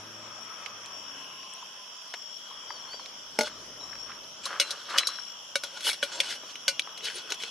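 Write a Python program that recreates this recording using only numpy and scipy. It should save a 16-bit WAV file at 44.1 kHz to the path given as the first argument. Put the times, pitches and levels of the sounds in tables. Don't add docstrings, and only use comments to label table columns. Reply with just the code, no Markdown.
import sys
import numpy as np
from scipy import signal
from scipy.fft import rfft, irfft, next_fast_len
from scipy.io import wavfile
from scipy.ndimage import uniform_filter1d, map_coordinates

SR = 44100
rng = np.random.default_rng(int(sys.argv[2]) if len(sys.argv) > 2 else 0)


def magnitude_from_level(level_db):
    exponent = np.asarray(level_db, float) / 20
    return 10 ** exponent


def dump_mix(stems):
    frames = np.atleast_2d(stems).T
    limited = np.clip(frames, -1, 1)
    pcm = np.round(limited * 32767).astype(np.int16)
    wavfile.write(sys.argv[1], SR, pcm)


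N = 331114
T = np.arange(N) / SR
COARSE_T = T[::16]


def unit(x):
    return x / np.sqrt(np.mean(x ** 2) + 1e-20)


def along(points, hz):
    pitch, value = np.transpose(points)
    return np.interp(np.log(hz + 1), np.log(pitch + 1), value)


def curves(rows, silent=None):
    time_s, *columns = np.transpose(rows)
    return [np.interp(T, time_s, column, silent, silent) for column in columns]


def spread_out(coarse):
    return np.interp(T, COARSE_T, coarse)


def wobble(rate):
    points = rng.standard_normal(int(N * rate / SR) + 4)
    return spread_out(map_coordinates(points, [COARSE_T * rate]))


def filtered(x, response):
    size = next_fast_len(x.shape[-1] + 8192)
    spectrum = rfft(x, size) * response(np.fft.rfftfreq(size, 1 / SR))
    return irfft(spectrum, size)[..., :x.shape[-1]]


def band(x, low_hz, high_hz):
    edges = [low_hz, min(high_hz, .45 * SR)]
    return signal.sosfilt(signal.butter(2, edges, "band", fs=SR, output="sos"), x)


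def pan(db):
    return magnitude_from_level([[db / 2], [-db / 2]])


def add(track, start_s, sound):
    part = track[..., round(start_s * SR):][..., :sound.shape[-1]]
    part += sound[..., :part.shape[-1]]


# pitch_hz, likeness (1 = the same)
LIKENESS = [(60, 1.0), (180, 0.98), (550, 0.76), (1650, 0.39), (4970, 0.017), (15000, 0.03)]
# pitch_hz, left_over_right_db
LEFT_LEAN = [(60, 1.5), (180, -0.5), (550, 3), (1650, 3.5), (4970, 2.5), (15000, -0.5)]


def rush(spectrum, patchy_db):
    cells = signal.stft(rng.standard_normal((2, N)), nperseg=512)[2]
    patches = uniform_filter1d(rng.standard_normal(cells.shape[1:]), 5, 0)
    patches = unit(uniform_filter1d(patches, 12, 1))
    pair = signal.istft(cells * magnitude_from_level(patchy_db * patches), nperseg=512)[1][:, :N]

    def mid_and_side(hz):
        angle = np.arccos(np.clip(along(LIKENESS, hz), -1, 1)) / 2
        return magnitude_from_level(along(spectrum, hz)) * [np.cos(angle), np.sin(angle)]

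    def lean(hz):
        return magnitude_from_level(np.outer([.5, -.5], along(LEFT_LEAN, hz)))

    mid, side = filtered(pair, mid_and_side)
    return unit(filtered(np.array([mid + side, mid - side]), lean))


def narrow(hz, width):
    angle = 2 * np.pi * np.cumsum(np.broadcast_to(hz, T.shape)) / SR
    return unit(wobble(width) * np.cos(angle) + wobble(width) * np.sin(angle))


def singer(hz, strokes_per_s, depth, drift_hz):
    stroke_count = np.cumsum(strokes_per_s * (1 + 0.0234 * wobble(6))) / SR
    beat = 2 * np.pi * (stroke_count + rng.random())
    tone = np.sin(2 * np.pi * np.cumsum(hz + drift_hz * wobble(60)) / SR)
    return unit(tone * np.exp(depth * np.cos(beat)))


# centre_hz, spread_hz, strokes_per_s, likeness of left and right
CHORUSES = [(2600, 78, 31, 0.36), (3197, 170, 57, 0.65), (5590, 260, 96, 0.017)]
# time_s, then level_db of each chorus in turn
CHORUS_LEVELS = [(0, -60, -54, -48.5), (1, -56.5, -50, -47), (2, -59.5, -49.5, -49), (2.7, -88, -49, -47),
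                 (3.8, -63, -52.5, -46), (4.6, -66, -50, -48), (6.6, -63, -49, -46.5),
                 (7.51, -52, -48, -48.5)]


def choruses():
    count, blur = 12, 0.96
    out = np.zeros((2, N))
    for (hz, spread_hz, strokes_per_s, likeness), level_db in zip(CHORUSES, curves(CHORUS_LEVELS)):
        clear = np.zeros((2, N))
        for _ in range(count):
            own_hz = hz + spread_hz * rng.normal()
            own_strokes = strokes_per_s * rng.normal(1, 0.026)
            voice = singer(own_hz, own_strokes, depth=0.64, drift_hz=25) * magnitude_from_level(4.8 * wobble(2.45))
            right_sign = np.sign(rng.uniform(-1, 1) + likeness)
            clear += voice * pan(rng.normal(2.1, 11.6)) * [[1], [right_sign]]
        bell = lambda f: np.exp(-((f - hz) / (2.17 * spread_hz)) ** 2)
        noise = filtered(rng.standard_normal((3, N)), bell)
        shared = np.clip(likeness, 0, 1)
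        far = (np.sqrt(shared) * noise[0] + np.sqrt(1 - shared) * noise[1:]) * pan(1.5)
        out += magnitude_from_level(level_db) * unit(unit(clear) + blur * unit(far))
    return out


# pitch_hz, relative level_db
FAR_INSECTS = [(1500, -33), (2500, -8.5), (4200, -4), (6000, -6), (7400, -1.5), (7900, -24), (8700, -15),
               (9600, -11.5), (11500, -12), (12800, -19.5), (14000, -27), (16500, -90)]


def far_insects():
    return magnitude_from_level(-55) * rush(FAR_INSECTS, patchy_db=3.0)


# time_s, rumble level_db, tyre hiss level_db
TRAFFIC_LEVELS = [(0, -55, -51.5), (.5, -62, -47.5), (1.2, -58.5, -49.5), (1.9, -67.5, -54),
                  (2.4, -65.5, -53.5), (2.8, -61.5, -48.5), (3.3, -60.5, -53.5), (3.6, -54, -53.5),
                  (3.9, -57, -50), (4.3, -59.5, -54), (5.4, -64.5, -54), (6.2, -60.5, -52),
                  (7.51, -61.5, -52)]
# pitch_hz, relative level_db
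RUMBLE = [(18, -61), (30, -25), (59, -16), (113, -7.5), (188, -1.5), (219, -2), (500, -3.5), (650, 0),
          (1100, -120)]
# pitch_hz, relative level_db
TYRE_HISS = [(210, -52), (350, -18), (600, -4.5), (795, -6.5), (1040, -1), (1550, -4), (1730, -9),
             (2540, -9.5), (2700, -16), (3510, -12), (5940, -120)]


def traffic():
    rumble_db, tyre_db = curves(TRAFFIC_LEVELS)
    rumble = magnitude_from_level(rumble_db) * rush(RUMBLE, patchy_db=0.5)
    return rumble + magnitude_from_level(tyre_db) * rush(TYRE_HISS, patchy_db=2.0)


# time_s, pitch_hz, level_db before panning
TYRE_WHINE = [(0, 1224, -64), (.55, 1307, -54), (.8, 1200, -58), (1, 1073, -61), (1.5, 1058, -56),
              (2.1, 1005, -64)]


def tyre_whine():
    hz = curves(TYRE_WHINE)[0]
    level_db = curves(TYRE_WHINE, silent=-150)[1]
    return magnitude_from_level(level_db) * narrow(hz, 90) * pan(5.1)


# time_s, pitch_hz, base level_db
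ENGINES = [
    [(0, 105.5, -59), (.214, 110.9, -61.5), (.6, 110, -75.5), (.854, 103, -69), (1.2, 92.4, -77.5),
     (1.4, 95, -90)],
    [(2.5, 50, -84), (2.86, 50.5, -78), (3.36, 51, -79), (3.46, 52.1, -70.5), (4.06, 53.9, -70.5),
     (4.48, 55, -78)],
]
MULTIPLES = [(1, 2, 3), (1, 2, 4)]
MULTIPLE_DB = [(0.1, -1.2, -3), (0.1, -.6, 0)]


def engines():
    boom_hz, boom_width_hz, boom_db = 278.5, 14.5, 18.5
    out = np.zeros(N)
    for rows, multiples, offsets_db in zip(ENGINES, MULTIPLES, MULTIPLE_DB):
        hz = curves(rows)[0]
        base_db = curves(rows, silent=-150)[1]
        turns = np.cumsum(hz) / SR
        for k, offset_db in zip(multiples, offsets_db):
            boom = boom_db * np.exp(-((k * hz - boom_hz) / boom_width_hz) ** 2)
            gain = magnitude_from_level(base_db + offset_db + boom + 0.93 * wobble(7.6))
            out += np.sqrt(2) * gain * np.sin(2 * np.pi * k * turns)
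    return out


# start_s, length_s, pitch_hz, level_db before tone and fuzz are mixed and panned
CHIRPS = [(.408, 0.2, 5610, -50), (.888, 0.29, 5520, -50), (1.381, 0.23, 5630, -52),
          (2.128, .29, 5530, -47.5), (2.567, 0.33, 5590, -53.5), (3.787, 0.32, 5530, -47),
          (5.038, 0.31, 5530, -45.5)]


def crickets():
    attack_s, release_s = 0.013, 0.05
    out = np.zeros((2, N))
    for start_s, length_s, hz, level_db in CHIRPS:
        fade_in = (T - start_s) / attack_s
        fade_out = (start_s + length_s - T) / release_s
        gate = np.clip(np.minimum(fade_in, fade_out), 0, 1)
        voice = 0.42 * singer(hz, 53, depth=1.0, drift_hz=26) + 0.65 * narrow(hz, 180)
        out += magnitude_from_level(level_db + 1.64 * wobble(25)) * gate * voice * pan(15)
    return out


# start_s, peak level_db before panning, centre_hz,
# width in octaves, left_over_right_db
TICKS = [(.661, -26, 2800, 1.2, -12), (.859, -29.5, 4500, 1.46, 1.5), (1.43, -36, 2006, 1.2, 2.5),
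         (1.536, -36.5, 8300, .34, 6), (1.626, -36, 950, 0.29, 2), (2.139, -24, 1340, 2.7, 2.5),
         (2.509, -39.5, 1050, 0.23, 2.5), (2.705, -27, 1170, .68, 2), (2.932, -35, 1500, 1.7, -1),
         (2.941, -33.5, 800, 1.4, 0), (2.995, -35, 1020, 0.64, 1.5), (3.059, -28.5, 3100, 1.4, 0),
         (3.93, -32, 1500, 1.1, -1.5), (3.954, -37, 1300, 1.6, -2.5), (4.118, -34, 1970, 1.1, 5),
         (4.24, -40, 4530, 0.32, 3), (4.462, -29.5, 1140, 0.2, 3), (4.855, -38, 4000, .5, 0),
         (4.962, -22.5, 1480, 0.5, 8), (5.032, -23.5, 1780, 1.2, 4), (5.087, -28.5, 1130, 0.27, 2.5),
         (5.186, -31, 1260, 0.8, 3), (6.435, -33, 497, 2.9, 2.5), (6.82, -28, 4100, .4, 0),
         (6.873, -32, 1040, 0.51, 1.5), (7.007, -34, 2600, .45, 5)]


def ticks():
    out, t = np.zeros((2, N)), np.arange(SR // 20) / SR
    for start_s, level_db, hz, octaves, pan_db in TICKS:
        t60_s = 0.01 + 0.011 * octaves
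        spread = 2 ** (max(octaves, .2) / 2)
        noise = rng.standard_normal(len(t)) * magnitude_from_level(-60 * t / t60_s)
        burst = band(noise, hz / spread, hz * spread)
        add(out, start_s, magnitude_from_level(level_db) * pan(pan_db) * burst / np.abs(burst).max())
    return out


# time_s, pitch_hz (its corners are rounded off)
WHISTLE = [(2.685, 4720), (2.705, 4790), (2.735, 4680), (2.81, 4230), (2.86, 4210), (2.9, 4350),
           (2.945, 4660), (2.975, 4620), (3.045, 4110)]


def whistle():
    full_db, full_hz, loss_db_per_hz, fade_s = -46.5, 4690, .034, .015
    hz = uniform_filter1d(curves(WHISTLE)[0], size=700)
    gate = np.clip(np.minimum(T - WHISTLE[0][0], WHISTLE[-1][0] - T) / fade_s, 0, 1)
    level_db = full_db - loss_db_per_hz * np.maximum(full_hz - hz, 0)
    tone = np.sin(2 * np.pi * np.cumsum(hz) / SR)
    return np.sqrt(2) * gate * magnitude_from_level(level_db + 3.6 * wobble(40.1)) * tone * pan(3.7)


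TIPPED_S = 6.95
# pitch_hz when upright, relative level_db, relative ring time
POT = [(251, -28, 0.46), (453, -14.5, 1.64), (560, 5.5, 1.28), (950, -3, 0.5), (1451, 8, 1.83),
       (1520, 18.5, 0.39), (2220, 2.5, 1.03), (2390, -2.5, 1.5), (2700, -7, 2.2), (2988, 11, 0.68),
       (3369, 9, 0.8), (3870, 3.5, 0.74), (4160, -10.5, 2.6), (4880, -3, 0.61), (5340, -10, 0.5),
       (5370, -23, 3.6), (5780, -6.5, 1.2), (6120, -8, 0.37), (6660, -3, 2.5), (7480, 2, 0.96),
       (8120, 2.5, 1.4), (8650, -1, 1.4), (9560, -1, 1.04), (11100, -25, 0.37)]


def pot_modes(tipped):
    return [(hz * (0.793 if tipped and hz < 800 else 1), level_db, ring) for hz, level_db, ring in POT]


def grains(per_second, size_db, smooth):
    slipping = rng.random(N) < per_second / SR * magnitude_from_level(5 * wobble(40))
    size = magnitude_from_level(size_db * np.clip(rng.standard_normal(N), -2, 2))
    slips = slipping * size * np.sign(rng.standard_normal(N))
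    return unit(unit(slips) + smooth * rng.standard_normal(N))


def steady(x, seconds=0.04):
    return x / np.sqrt(np.abs(uniform_filter1d(x ** 2, int(seconds * SR))) + 1e-20)


def stroke_gains(rows):
    peak_s, rise_s, fall_s, peak_db = np.transpose(rows)[:4, :, None].astype(np.float32)
    t = COARSE_T.astype(np.float32)
    return magnitude_from_level(peak_db - 20 * np.maximum((peak_s - t) / rise_s, (t - peak_s) / fall_s))


def rubbed_steel(wander_db=9.5):
    slips = grains(600, size_db=6, smooth=.3)
    out = np.zeros(N)
    for tipped, span in ((False, T < TIPPED_S), (True, T >= TIPPED_S)):
        drive = slips[span]
        rubbed = np.zeros(len(drive))
        for hz, level_db, ring in pot_modes(tipped):
            t60_s = .042 * ring * (3000 / hz) ** 0.3
            width = np.log(1000) / (np.pi * t60_s)
            mode = lambda f: 1j * f * np.sqrt(width) / (hz * hz - f * f + 1j * f * width)
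            rubbed += filtered(drive * magnitude_from_level(level_db + wander_db * wobble(25)[span]), mode)
        add(out, np.argmax(span) / SR, rubbed)
    return out


# peak_s, rise_s, fall_s (over 20 dB each),
# level_db of the middle band before rubbing noise is added, body_db over that level
SCRAPES = [(3.477, 0.14, 0.023, -37.5, -0.5), (4.445, 0.026, 0.071, -42, -9), (4.52, .08, 0.22, -47, 2),
           (4.7, 0.14, 0.21, -45, -4), (4.9, 0.034, .1, -47, -18), (4.975, 0.14, 0.078, -38, -5),
           (5.09, .12, 0.19, -41.5, -9), (5.639, .012, 0.06, -38, -7), (5.775, 0.068, 0.031, -39, -1.5),
           (5.885, 0.052, 0.053, -19, -9), (6.035, .012, 0.035, -29.5, -13),
           (6.13, 0.07, 0.12, -37.5, -2.5), (6.191, 0.027, 0.036, -42, 6.5), (6.24, 0.039, 0.14, -39, -5.5),
           (6.315, 0.076, 0.042, -32.5, -8.5), (6.363, 0.028, 0.015, -40, -19),
           (6.51, 0.12, 0.028, -46, -5), (7.056, 0.031, 0.074, -31, -11.5), (7.09, 0.073, 0.041, -47, -1),
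           (7.187, 0.11, 0.049, -37.5, -5), (7.331, 0.1, 0.032, -39, -0.5),
           (7.41, 0.037, 0.048, -41.5, -18), (7.45, .05, 0.2, -43.5, -2)]


def scrapes():
    steel = rubbed_steel()
    dry_rub = grains(1800, size_db=3, smooth=0.54)
    peak_db, body_db = np.transpose(SCRAPES)[3:]
    sparkle_db = -62 + 1.36 * (peak_db + 40) - peak_db - 0.67 * body_db
    gains = stroke_gains(SCRAPES)
    bands = [(body_db, .3, 300, 1580), (0 * peak_db, .9, 2000, 5870), (sparkle_db, 2.4, 4200, 12700)]
    out = np.zeros(N)
    for over_peak_db, hiss, low_hz, high_hz in bands:
        level = spread_out(magnitude_from_level(over_peak_db) @ gains) * magnitude_from_level(1.5 * wobble(80))
        ring = steady(band(steel, low_hz, high_hz))
        out += level * unit(ring + hiss * unit(band(dry_rub, low_hz, high_hz)))
    return out


# start_s, level_db of the louder arm, pitch_hz of the lower arm,
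# t60_s (time to fall by 60 dB)
ARMS = [(3.388, -50, 3820, 0.6), (3.391, -39, 4210, 0.3), (3.805, -52.5, 3905, 0.6),
        (4.6, -35.5, 4050, 0.47), (4.981, -35, 3983, 0.55), (6.678, -39.5, 2790, 0.3)]


def tong_arms():
    out, t = np.zeros(N), np.arange(SR // 2) / SR
    for start_s, level_db, hz, t60_s in ARMS:
        gain = magnitude_from_level(level_db - 60 * t / t60_s + 3 * wobble(114)[:len(t)])
        first = np.sin(2 * np.pi * hz * t)
        second = 0.69 * np.sin(2 * np.pi * (1.012 * hz * t + rng.random()))
        add(out, start_s, gain * (first + second))
    return out


# (time to fall by 60 dB, before each mode's own factor)
KNOCKS = [(3.3885, -16, -7, -5.5, 0.042), (3.4082, -19, -8.5, -8, 0.08), (3.4326, -37, -3, 1.5, 0.051),
          (3.4775, -36, -24, -10, 0.091), (4.4546, -34, -13.5, 5, 0.061), (4.5985, -15, -19.5, -2, 0.054),
          (4.6117, -17.5, -22, -10, 0.086), (4.7063, -33.5, -16, 5.5, .06), (4.9771, -23.5, -21, -3, 0.064),
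          (4.983, -10.5, -30, -5.5, 0.033), (4.9916, -20, -31, -10, .086), (5.0707, -31.5, -15, 9.5, 0.045),
          (5.5554, -18.5, -10.5, -3.5, 0.051), (5.6358, -30.5, -8, 0.5, 0.051),
          (5.8063, -36.5, -18, -5, 0.044), (5.9304, -31.5, -15.5, -1.5, 0.028),
          (6.0271, -18.5, -10, -14, 0.06), (6.2016, -12, -27, -10.5, .036), (6.555, -30, -30, -14, 0.034),
          (6.6799, -14, -18.5, -4.5, 0.075), (6.7943, -13.5, -35, -12, 0.017),
          (6.9757, -37, -27, -3.5, 0.048), (7.044, -34.5, -19, -0.5, 0.036),
          (7.0826, -25.5, -21, -29, 0.037), (7.3031, -28.5, -22, -5, 0.028),
          (7.3207, -23, -16.5, -3, 0.015), (7.3424, -36, -21, -3, 0.036), (7.4008, -35, -30, -23, 0.13),
          (7.4237, -30.5, -23, -8, 0.03), (7.4352, -25, -19.5, -11, 0.022)]
# low_hz, high_hz
KNOCK_BANDS = [(180, 800), (800, 2000), (2000, 3600), (3600, 6500), (6500, 15500)]
# pitch_hz, relative level_db, relative ring time
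LID = [(224, -21, 1.5), (442, -13, 1.3), (600, -5, 1.3), (857, -8, 0.97), (1455, -6, 1.36), (2160, 7, 0.37),
       (2880, -17, .8), (3710, 5.5, 0.33), (5330, 12.5, 0.21), (6240, -1, 0.43), (7980, 3, 0.56),
       (9100, -1, 0.52)]


def knocks():
    pot_reached_s = 4
    rattle = (.35, .45, .8, 1.3, 2.6)
    contact_t60_s, rise_s = 0.0067, 0.00067
    out, t = np.zeros(N), np.arange(SR // 4) / SR
    loudness = lambda x: np.sqrt(np.mean(x[:SR // 100] ** 2))
    for start_s, level_db, weight_db, edge_db, t60_s in KNOCKS:
        on_pot = start_s > pot_reached_s
        modes = pot_modes(start_s > TIPPED_S) if on_pot else LID
        boom_db = 0 if on_pot else 3.5
        rings = []
        for hz, mode_db, ring in modes:
            luck, detune = rng.standard_normal(2)
            fade = magnitude_from_level(mode_db + 5 * luck - 60 * t / (t60_s * ring))
            rings.append(fade * np.sin(2 * np.pi * hz * (1 + 0.012 * detune) * t + 2 * detune))
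        fade = 1.3 * magnitude_from_level(-60 * t / contact_t60_s) + magnitude_from_level(-60 * t / (1.18 * t60_s))
        chatter = rng.standard_normal(len(t)) * fade
        bands_db = (weight_db - 2.5 + boom_db, weight_db + 3 - boom_db, -7, edge_db, edge_db - 6.5)
        for (low_hz, high_hz), band_db, loose in zip(KNOCK_BANDS, bands_db, rattle):
            ring = sum(r for r, mode in zip(rings, modes) if low_hz <= mode[0] < high_hz)
            rough = band(chatter, low_hz, high_hz)
            swell = 1 - np.exp(-t * low_hz / 0.43)
            part = ring * swell / loudness(ring) + loose * rough / loudness(rough)
            onset = 1 - np.exp(-t / rise_s)
            add(out, start_s, magnitude_from_level(level_db + band_db) * onset * part / loudness(part))
    return out


# peak_s, rise_s, fall_s (over 20 dB each), level_db at the peak
SCUFFS = [(3.5, 0.024, 0.14, -46.5), (3.93, 0.054, 0.084, -57), (4.1, .07, 0.14, -45), (4.47, .02, .1, -42),
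          (4.52, .06, .3, -37), (4.72, 0.067, 0.089, -44.5), (4.91, .03, .2, -39), (4.96, .1, 0.11, -37),
          (5.1, 0.13, 0.26, -49)]
# pitch_hz, relative level_db
GRIT = [(250, -24), (500, -16), (850, -14), (1200, -1.5), (1450, -2.5), (1900, -14.5), (3000, -17),
        (8000, -48)]


def scuffs():
    grit = filtered(grains(700, size_db=2.5, smooth=0.53), lambda hz: magnitude_from_level(along(GRIT, hz)))
    return spread_out(stroke_gains(SCUFFS).sum(axis=0)) * unit(grit)


def ground(x, t60_s=0.038):
    t = np.arange(SR // 8) / SR
    tail = band(rng.standard_normal((2, len(t))), 3000, SR / 2) * magnitude_from_level(-60 * t / t60_s) * (t > .0005)
    return signal.fftconvolve(x[None], tail / np.linalg.norm(tail[0]), axes=1)[:, :N]


# pitch_hz, gain_db
NEAR_RESPONSE = [(40, -46), (150, -12), (300, 0), (11000, 0), (13500, -19), (15500, -21), (16500, -40)]


def scene():
    night = choruses() + far_insects() + traffic() + tyre_whine() + engines() + crickets() + whistle()
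    pot_and_tongs = scrapes() + tong_arms() + knocks() + scuffs()
    near = pot_and_tongs * pan(1.6) + magnitude_from_level(-5) * ground(pot_and_tongs) + ticks()
    return filtered(near, lambda hz: magnitude_from_level(along(NEAR_RESPONSE, hz))) + night


def top_cut(x):
    return signal.sosfilt(signal.butter(12, 16480, fs=SR, output="sos"), x)


def record(dry):
    return top_cut(dry)


dry = scene()
out = record(dry)
dump_mix(out)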